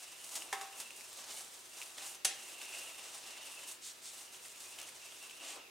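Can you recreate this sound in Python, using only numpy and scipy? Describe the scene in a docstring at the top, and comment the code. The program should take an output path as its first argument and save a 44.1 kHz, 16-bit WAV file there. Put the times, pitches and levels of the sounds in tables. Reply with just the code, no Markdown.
"""Leaves brush and crackle in uneven bursts as a plastic garland is worked onto a wooden door frame.
Thin leaves slide over each other, stiff stems tick as they bend, and the garland drags on the wood.
The frame takes one clear knock; later a fastener snaps shut with a short metallic ring.
All of it sounds a few metres away in a small hallway, over quiet air and a faint mains hum."""
import sys
import numpy as np
from scipy import signal
from scipy.fft import rfft, irfft
from scipy.io import wavfile
from scipy.ndimage import uniform_filter1d

SR = 44100
rng = np.random.default_rng(int(sys.argv[2]) if len(sys.argv) > 2 else 0)


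def store_wav(level_fs):
    """Save 16-bit WAV to argv[1]."""
    pcm = np.round(np.clip(np.atleast_2d(level_fs), -1, 1) * 32767)
    wavfile.write(sys.argv[1], SR, pcm.T.astype(np.int16))


N = 251370

# hand strokes through the leaves: start_s, end_s, level_db, low_band_offset_db
HAND_STROKES = [(-.05, 0.044, -54.5, 2.5), (0.19, 0.458, -52.5, -5), (0.302, 0.38, -47.5, -1.5),
                (0.565, 0.626, -54, 0), (0.747, 0.8, -49.5, -4.5), (0.936, 1.037, -52.5, -2.5),
                (1.097, 1.188, -52, 3.5), (1.18, 1.315, -57.5, 6.5), (1.289, 1.399, -48.5, -1.5),
                (1.507, 1.536, -49.5, -3.5), (1.702, 1.858, -52.5, -2), (1.938, 2.06, -52, 3.5),
                (2.035, 2.103, -44.5, -12), (2.356, 2.532, -54.5, -5), (2.565, 2.873, -55, 1),
                (2.684, 2.87, -53, -5), (2.948, 3.407, -59, 7), (3.395, 3.65, -53.5, 0.5),
                (3.643, 3.715, -48, -5), (4.09, 4.21, -52.5, -2), (4.295, 4.368, -55.5, -1),
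                (4.377, 4.526, -55.5, -2.5), (4.528, 4.793, -55, -0.5), (4.764, 4.876, -53, 0.5),
                (4.882, 5.007, -62.5, 5.5), (4.986, 5.41, -57, 1), (5.38, 5.563, -59.5, 5)]
# garland held, never quite still: start_s, end_s, level_db
HOLDS = [(-.05, 2.163, -58), (2.3, 3.32, -56), (3.85, 4.27, -62.5), (4.1, 5.1, -64.5), (5.58, 5.6, -65)]
# leaf fizz spectrum: freq_hz, density_db
LEAF_SPECTRUM = [(40, -66), (200, -15.5), (400, -8), (800, -0.5), (1500, -6), (2200, -5.5), (3600, -1.5),
                 (4400, -2.5), (6000, 0), (8000, 0), (9500, 0), (10700, -8), (13000, -9.5), (15800, -18.5)]
# leaf edge tick spectrum: freq_hz, density_db
EDGE_SPECTRUM = [(100, -40), (1000, -8), (4000, -11.5), (9000, 9), (12500, -8), (15800, -7)]


def leaves(catch, catch_db=.75, edge_db=-8.5, low_band_hz=6000):
    """Thin leaves slide in a fine fizz and their edges tick; pressed leaves sound duller."""
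    strokes = movements(HAND_STROKES + HOLDS)
    low_rows = [(start, end, db + offset_db) for start, end, db, offset_db in HAND_STROKES]
    low_gain = movements(low_rows + HOLDS) / np.maximum(strokes, 1e-12)
    stir = strokes * gain_of(catch_db * catch)
    fizz = stir * grains(per_s=2000, spread_db=2.2, clump_db=2.5, clump_s=.016)
    ticks = stir * grains(per_s=40, spread_db=2.8, clump_db=1, clump_s=.03)
    rustle = colour(fizz, LEAF_SPECTRUM) + gain_of(edge_db) * colour(ticks, EDGE_SPECTRUM)
    low_band = signal.sosfiltfilt(signal.butter(2, low_band_hz, fs=SR, output="sos"), rustle)
    return gain_of(1) * (rustle + low_band * (low_gain - 1))


# leaves slipping free: start_s, level_db, decay_s
LEAF_SLIPS = [(.2433, -34.5, 0.0024), (.290, -40, 0.0043), (.4212, -43, .002), (.353, -33, 0.0087),
              (.3605, -37.5, 0.013), (.612, -40, 0.0037), (.7871, -39, 0.0022), (.7995, -37.5, 0.014),
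              (1.009, -41, 0.0025), (1.063, -45, .002), (1.129, -34.5, 0.0015), (1.372, -44, .001),
              (1.8165, -48, 0.0054), (1.829, -42, 0.0057), (1.9812, -49, 0.003), (2.146, -42.5, 0.0064),
              (2.4866, -43, 0.0014), (2.981, -42, .0015), (3.1835, -47, 0.0013), (3.2823, -53, 0.0013),
              (3.6765, -48, 0.0023), (3.865, -40, 0.0025), (4.0556, -36, 0.0016), (4.482, -35, 0.0013),
              (4.502, -39, .0015), (4.62, -39, .001), (4.603, -41, 0.0046), (4.6405, -44, 0.0017),
              (4.7876, -44, 0.001), (4.8, -32, 0.0013), (4.814, -34.5, 0.0022), (4.828, -40, 0.0028),
              (4.891, -35, 0.0012), (5.2255, -41, 0.0022), (5.449, -37, 0.0017), (5.504, -35, 0.0017)]
# single stems flicking: start_s, level_db, pitch_ratio
STEM_FLICKS = [(.4212, -34, 1.06), (0.906, -38, 0.97), (1.009, -41, 0.82), (1.372, -39.5, 1.05),
               (1.816, -33.5, 0.98), (1.824, -36, 0.93), (1.983, -38, 1.26), (2.616, -36, 1),
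               (2.691, -41, 1), (2.894, -42, 0.87), (2.994, -38, 0.99), (4.346, -42, 1.14),
               (4.457, -46, 0.71), (4.559, -46, 0.82), (4.787, -35.5, 1.05), (4.889, -44, 0.81),
               (5.122, -43, 1.2), (5.297, -39, 1.1), (5.31, -39, 0.98)]
# crackle spectrum: freq_hz, density_db
CRACKLE_SPECTRUM = [(30, -36), (150, -10), (400, -18), (900, -0.5), (1600, -6.5), (3000, 0), (4500, 1.5),
                    (8000, 4.5), (10000, 2.5), (12500, -5), (15800, -10)]


def crackles(shake_db=-5, shake_decay_s=.003):
    """Single leaves slip free; a flicked stem, damped by its neighbours, shakes its leaves too."""
    shaken = [(start, db + shake_db, shake_decay_s) for start, db, _ in STEM_FLICKS]
    out = colour(bursts(LEAF_SLIPS + shaken, rise_s=.0012), CRACKLE_SPECTRUM)
    for start, db, pitch_ratio in STEM_FLICKS:
        flick = stem_ring(pitch_ratio, damping=2.2)
        add(out, start, gain_of(db) * flick / abs(flick).max())
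    return out


# stem resonances: freq_hz, bandwidth_hz, level_db
STEM_RESONANCES = [(2744, 180, 1), (2800, 300, -2.5), (3450, 220, -7)]


def stem_ring(pitch_ratio, damping=1, rise_s=.00043):
    """A stem rings for a few milliseconds; longer stems ring lower."""
    t = np.arange(SR // 40) / SR
    ring = np.zeros(len(t))
    for hz, bandwidth_hz, db in STEM_RESONANCES:
        decay = np.exp(-np.pi * bandwidth_hz * damping * t)
        ring += gain_of(db) * decay * np.sin(2 * np.pi * hz * pitch_ratio * t)
    return ring * (1 - np.exp(-t / rise_s))


# stems bent into place: start_s, end_s, level_db, shift_hz
STEM_BENDS = [(-.05, 0.245, -61.5, 30), (0.303, 1.044, -61, 0), (1.297, 1.422, -71, 60),
              (1.712, 1.871, -62.5, -60), (1.981, 2.098, -57, 90), (2.357, 2.701, -56.5, 0),
              (2.685, 2.871, -53, 9.5), (2.941, 3.072, -56, 19.5), (3.227, 3.688, -57.5, 50.5),
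              (4.128, 4.7, -64.5, -19.5), (4.715, 4.827, -56.5, -50), (4.994, 5.397, -61, -70),
              (5.394, 5.524, -55, 1.5), (5.55, 5.637, -59, -110)]


def stems(catch, shift_hz, catch_db=1.4, pitch_spread=.03, twig_ticks_per_s=7, twig_db=-.5):
    """Small slips ring the bending stems, shifted in pitch by the grip; side twigs tick along."""
    flex = movements(STEM_BENDS, attack_s=.0088, release_s=.061) * gain_of(catch_db * catch)
    crinkle, twigs = np.zeros((2, N))
    for offset in np.linspace(-1, 1, 7):
        slips = grains(per_s=160, spread_db=2, clump_db=3, clump_s=.018)
        crinkle += signal.oaconvolve(slips, stem_ring(1 + pitch_spread * offset * abs(offset)))[:N]
    shift_phase = 2 * np.pi * np.cumsum(shift_hz) / SR
    crinkle = (signal.hilbert(crinkle) * np.exp(1j * shift_phase)).real
    for pitch_ratio in np.geomspace(.66, 1.36, 10):
        ticks = (rng.random(N) < twig_ticks_per_s / SR) * rng.uniform(1, 3, N)
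        twigs += signal.oaconvolve(ticks, stem_ring(pitch_ratio, damping=1.5))[:N]
    return flex * (evened(crinkle) + gain_of(twig_db) * twigs)


def grip_shift_hz(wander_hz=75):
    """Pitch shift of the stems: each bend takes a new hold, and the hold slides about."""
    start, end, _, shift_hz = np.transpose(STEM_BENDS)
    held_hz = np.interp(np.arange(N) / SR, (start + end) / 2, shift_hz)
    return held_hz + wander_hz * wander(hold_s=.04)


# garland dragging on the frame: start_s, end_s, level_db
DRAGS = [(0.31, 0.533, -61), (0.725, 0.85, -61.5), (1.74, 1.886, -73), (2.413, 2.63, -66.5),
         (2.635, 2.967, -63), (3.51, 3.79, -69), (4.74, 4.903, -64), (5.38, 5.634, -58)]
# drag spectrum: freq_hz, density_db
DRAG_SPECTRUM = [(30, -64), (120, -56), (200, -17), (290, 4), (400, 2), (650, 7), (900, 4.5), (1400, 2),
                 (2100, -12.5), (3500, -26), (8000, -36)]
# sprigs scraping each other: start_s, end_s, level_db
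SPRIG_SCRAPES = [(.795, .835, -56), (1.345, 1.41, -56), (2.8, 2.89, -57), (4.775, 4.85, -53.5),
                 (5.4, 5.58, -55.5)]
# scrape spectrum: freq_hz, density_db
SCRAPE_SPECTRUM = [(100, -40), (700, -9), (1400, -9), (2000, -3), (2750, 3), (3500, -1), (4200, -8),
                   (6500, -10), (15800, -30)]


def rubbing():
    """Dense, clumped contacts: dull where leaves drag on wood, a broad rasp where sprigs cross."""
    out = np.zeros(N)
    for rows, spectrum in (DRAGS, DRAG_SPECTRUM), (SPRIG_SCRAPES, SCRAPE_SPECTRUM):
        strokes = np.zeros(N)
        for start, end, db in rows:
            add(strokes, start, gain_of(db) * signal.windows.tukey(round((end - start) * SR), .5))
        contacts = grains(per_s=2500, spread_db=2, clump_db=3.5, clump_s=.02)
        out += colour(contacts * strokes, spectrum)
    return out


# quick slides along the frame: start_s, end_s, level_db
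SLIDES = [(3.807, 3.931, -47), (4.014, 4.125, -48.5), (5.394, 5.589, -50)]
# swish spectrum: freq_hz, density_db
SWISH_SPECTRUM = [(100, -40), (1000, -15), (2500, -3.5), (3700, 1.5), (5000, 2), (6500, 3.5), (8300, 5),
                  (9700, -0.5), (11000, -6), (15800, -17)]


def swishes():
    """Leaves slide along the wood in a soft, even rub that swells and fades."""
    speed = np.zeros(N)
    for start, end, db in SLIDES:
        arch = signal.windows.cosine(round((end - start) * SR)) ** .79
        add(speed, start, gain_of(db) * arch)
    contacts = grains(per_s=9000, spread_db=1.5, clump_db=-.5, clump_s=.0054)
    return colour(contacts * speed, SWISH_SPECTRUM)


# fastener giving way and seating: start_s, level_db, decay_s
FASTENER_SNAPS = [(2.2455, -45, 0.0043), (2.2482, -21, 0.0024), (2.2515, -15, 0.0027),
                  (2.2572, -31, 0.0006)]
# snap spectrum: freq_hz, density_db
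SNAP_SPECTRUM = [(25, -55), (60, -47), (130, -25), (210, -24), (330, -15), (450, -11), (750, -2.5),
                 (1100, -10), (1700, -3.5), (3000, -1), (4500, 0), (8000, 2), (9700, 3), (11500, -6.5),
                 (15800, -24)]
# touches that ring the metal: start_s, level_db
METAL_TOUCHES = [(2.15, -50), (2.2473, -26.5)]
# fastener modes: freq_hz, level_db, t60_s
METAL_MODES = [(1615, -21, .1), (2560, -21, .12), (2824, -18, .12), (4370, -23, .12), (6095, -3, .11),
               (6190, -8, .15), (6427, -17, .12), (9470, 0, .026), (9560, -2, .022), (11203, -23, .08)]
# wall modes: freq_hz, level_db, t60_s
WALL_MODES = [(88, -6, .3), (150, -1, .16), (255, -1, .12)]


def fastener(thump_db=-34):
    """A hard double snap rings a small metal part and thumps the wall."""
    out = colour(bursts(FASTENER_SNAPS, rise_s=.000087), SNAP_SPECTRUM)
    ring = ringing(METAL_MODES) + gain_of(thump_db) * ringing(WALL_MODES)
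    for start, db in METAL_TOUCHES:
        add(out, start, gain_of(db) * ring)
    return out


# one knock and lighter bumps on the frame: start_s, level_db, decay_s
FRAME_BLOWS = [(.527, -24.5, 0.0048), (.5345, -52, 0.0016), (.551, -42, 0.0021), (0.6115, -36, 0.005),
               (1.9796, -39, 0.002)]
# knock spectrum: freq_hz, density_db
KNOCK_SPECTRUM = [(30, -49), (130, -31), (250, -23), (400, -2), (520, -17), (740, 4.5), (900, 0),
                  (1120, 4.5), (1380, -6.5), (1550, -1), (2150, -0.5), (2450, -10), (3650, -4), (4150, -13),
                  (5400, -8.5), (9000, -9.5), (15800, -27)]
# door frame modes: freq_hz, level_db, t60_s
WOOD_MODES = [(400, -2, .5), (715, 4, .3), (781, 9, .36), (921, 8, .4), (1066, 5, .44), (1141, 6, .36),
              (1290, 3, .4), (1529, 8, .17), (1850, 18, .05), (2164, 15, .07)]


def door_frame(ring_db=-22):
    """Each blow gives a dull crack and sets the wood ringing."""
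    out = colour(bursts(FRAME_BLOWS, rise_s=.00035), KNOCK_SPECTRUM)
    ring = ringing(WOOD_MODES) / np.sqrt(len(WOOD_MODES))
    for start, db, _ in FRAME_BLOWS:
        add(out, start, gain_of(db + ring_db) * ring)
    return out


# hallway decay: freq_hz, t60_s
HALL_DECAY = [(150, 0.67), (700, 0.6), (2000, 0.52), (5000, 0.3), (9000, 0.23), (15000, 0.22)]
# stereo width: freq_hz, side_to_mid_db
STEREO_WIDTH = [(100, -14.5), (250, -13), (700, -6.5), (1300, -5.5), (2400, -9), (4400, -11), (8000, -10),
                (12000, -14.5), (15000, -51)]


def hallway(x, early_db, tail_db, early_s, wide_db, gap_s=.002, tail_rise_s=.0092):
    """Direct sound, a quick flurry from the near walls and a tail; returns left and right."""
    t = np.arange(SR * 3 // 4) / SR
    shape = (2, len(t))
    taps = rng.choice([-1., 1.], shape) * (rng.random(shape) < 1 / 8) * (t > gap_s)
    early = taps * np.exp(-t / early_s)
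    hz, frame_s, noise = signal.stft(rng.standard_normal(shape), SR, nperseg=256)
    decay = gain_of(-60 * frame_s / curve_at(HALL_DECAY, hz)[:, None])
    tail = signal.istft(noise * decay, SR, nperseg=256)[1][:, :len(t)]
    tail *= 1 - np.exp(-t / tail_rise_s)
    early *= gain_of(early_db) / np.linalg.norm(early[0])
    tail *= gain_of(tail_db) / np.linalg.norm(tail[0])
    mid_response, side_response = early + tail
    mid_response[0] += 1  # direct sound is centred
    fade = np.minimum(1, 2 - 2 * t / t[-1])
    responses = [whitened(r / np.linalg.norm(r)) * fade for r in (mid_response, side_response)]
    mid, side = (signal.fftconvolve(x, r)[:N] for r in responses)
    width = np.sqrt(np.mean(gain_of(curve_at(STEREO_WIDTH, hz)) ** 2)) * gain_of(wide_db)
    side = width * colour(side, STEREO_WIDTH)
    return np.array([mid + side, mid - side])


# still air spectrum: freq_hz, density_db
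AIR_SPECTRUM = [(25, -35), (60, -14.5), (100, -8), (180, -9.5), (380, 1), (800, -6), (1500, -3.5),
                (4000, -2.5), (9000, -8), (15800, -13)]


def background(air_db=-60, hum_hz=100, hum_db=-88.5):
    """Quiet air and a faint mains hum."""
    hum = gain_of(hum_db) * evened(np.sin(2 * np.pi * hum_hz * np.arange(N) / SR))
    air = gain_of(air_db) * colour(rng.standard_normal(N), AIR_SPECTRUM)
    return hum + hallway(air, early_db=-7, tail_db=-7, early_s=.019, wide_db=7.5)


def movements(rows, attack_s=.042, release_s=.031):
    """Gain per sample: each movement swells, holds and dies away; overlaps add in power."""
    t, power = np.arange(N) / SR, np.zeros(N)
    for start, end, db, *_ in rows:
        swell = np.clip((t - start) / attack_s, 0, 1)
        release = np.exp(-np.clip((t - end) / release_s, 0, 20))
        power += (gain_of(db) * swell * release) ** 2
    return np.sqrt(power)


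def grains(per_s, spread_db, clump_db, clump_s):
    """Tiny contacts of uneven size that come in clumps; unit rms."""
    size = gain_of(spread_db * np.minimum(rng.exponential(1, N), 4))
    clumps = evened(uniform_filter1d(rng.standard_normal(N), int(clump_s * SR)))
    contacts = (rng.random(N) < per_s / SR) * rng.choice([-1, 1], N)
    return evened(contacts * size * gain_of(clump_db * clumps))


def bursts(rows, rise_s):
    """Each event is a rapid chatter of contacts that dies away."""
    out, t = np.zeros(N), np.arange(SR // 5) / SR
    fade = np.minimum(1, 2 - 2 * t / t[-1]) ** 2
    for start, db, decay_s in rows:
        chatter = rng.standard_normal(len(t)) * (1 - np.exp(-t / rise_s)) * np.exp(-t / decay_s)
        add(out, start, gain_of(db) * whitened(chatter) * fade)
    return out


def ringing(modes, rise_s=.00031):
    """Struck modes of alternating sign, each dying at its own rate."""
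    t = np.arange(SR // 2) / SR
    ring = sum((-1) ** k * gain_of(db - 60 * t / t60_s) * np.sin(2 * np.pi * hz * t)
               for k, (hz, db, t60_s) in enumerate(modes))
    return ring * (1 - np.exp(-t / rise_s))


def wander(hold_s):
    """Smooth random drift that changes about once per hold_s; unit rms."""
    size = int(hold_s * SR)
    return evened(uniform_filter1d(uniform_filter1d(rng.standard_normal(N), size), size // 2))


def colour(x, spectrum, size=4096):
    """Minimum-phase filter of unit energy with the given spectral shape."""
    log_gain = np.log(gain_of(curve_at(spectrum, abs(np.fft.fftfreq(size, 1 / SR)))))
    taps = np.fft.ifft(np.exp(np.conj(signal.hilbert(log_gain)))).real[:size // 2]
    return signal.oaconvolve(x, taps / np.linalg.norm(taps))[:N]


def whitened(x):
    """Flattens the broad spectral ripples of a short random sound."""
    bins = rfft(x)
    power = uniform_filter1d(abs(bins) ** 2, len(bins) // 96, mode="mirror")
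    return irfft(bins * np.sqrt(power.mean() / power), len(x))


def curve_at(points, hz):
    """Interpolates on a log-frequency axis."""
    freq_hz, value = np.transpose(points)
    return np.interp(np.log(hz + 1), np.log(freq_hz + 1), value)


def gain_of(db):
    """Decibels to amplitude."""
    return 10 ** (np.asarray(db) / 20)


def evened(x):
    """Scales to unit rms."""
    return x / np.sqrt(np.mean(x ** 2) + 1e-20)


def add(mix, start_s, sound):
    """Mixes a sound in at start_s."""
    part = mix[round(start_s * SR):][:len(sound)]
    part += sound[:len(part)]


def scene(sprig_count=3):
    """Several sprigs move at once, each with its own reflections, around the knock and the snap."""
    catch = wander(hold_s=.03)  # the garland catches and slips: leaves and stems swell together
    shift_hz = grip_shift_hz()
    sprigs = np.zeros((2, N))
    for _ in range(sprig_count):
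        sprig = leaves(catch) + stems(catch, shift_hz) + rubbing() + swishes()
        sprigs += hallway(sprig, early_db=0, tail_db=-8, early_s=.007, wide_db=-2)
    slips = hallway(crackles(), early_db=-23, tail_db=-24, early_s=.0099, wide_db=-3.5)
    knock = hallway(door_frame(), early_db=-.5, tail_db=-8.5, early_s=.016, wide_db=-7)
    snap = hallway(fastener(), early_db=-7, tail_db=-5.5, early_s=.0093, wide_db=-3)
    return sprigs / np.sqrt(sprig_count) + slips + knock + snap + background()


def record(dry):
    """A steep low-pass removes the highest treble."""
    lowpass = signal.firwin(511, cutoff=15900, window=("kaiser", 9), fs=SR)
    return signal.oaconvolve(dry, lowpass[None], "same")


dry = scene()
out = record(dry)
store_wav(out)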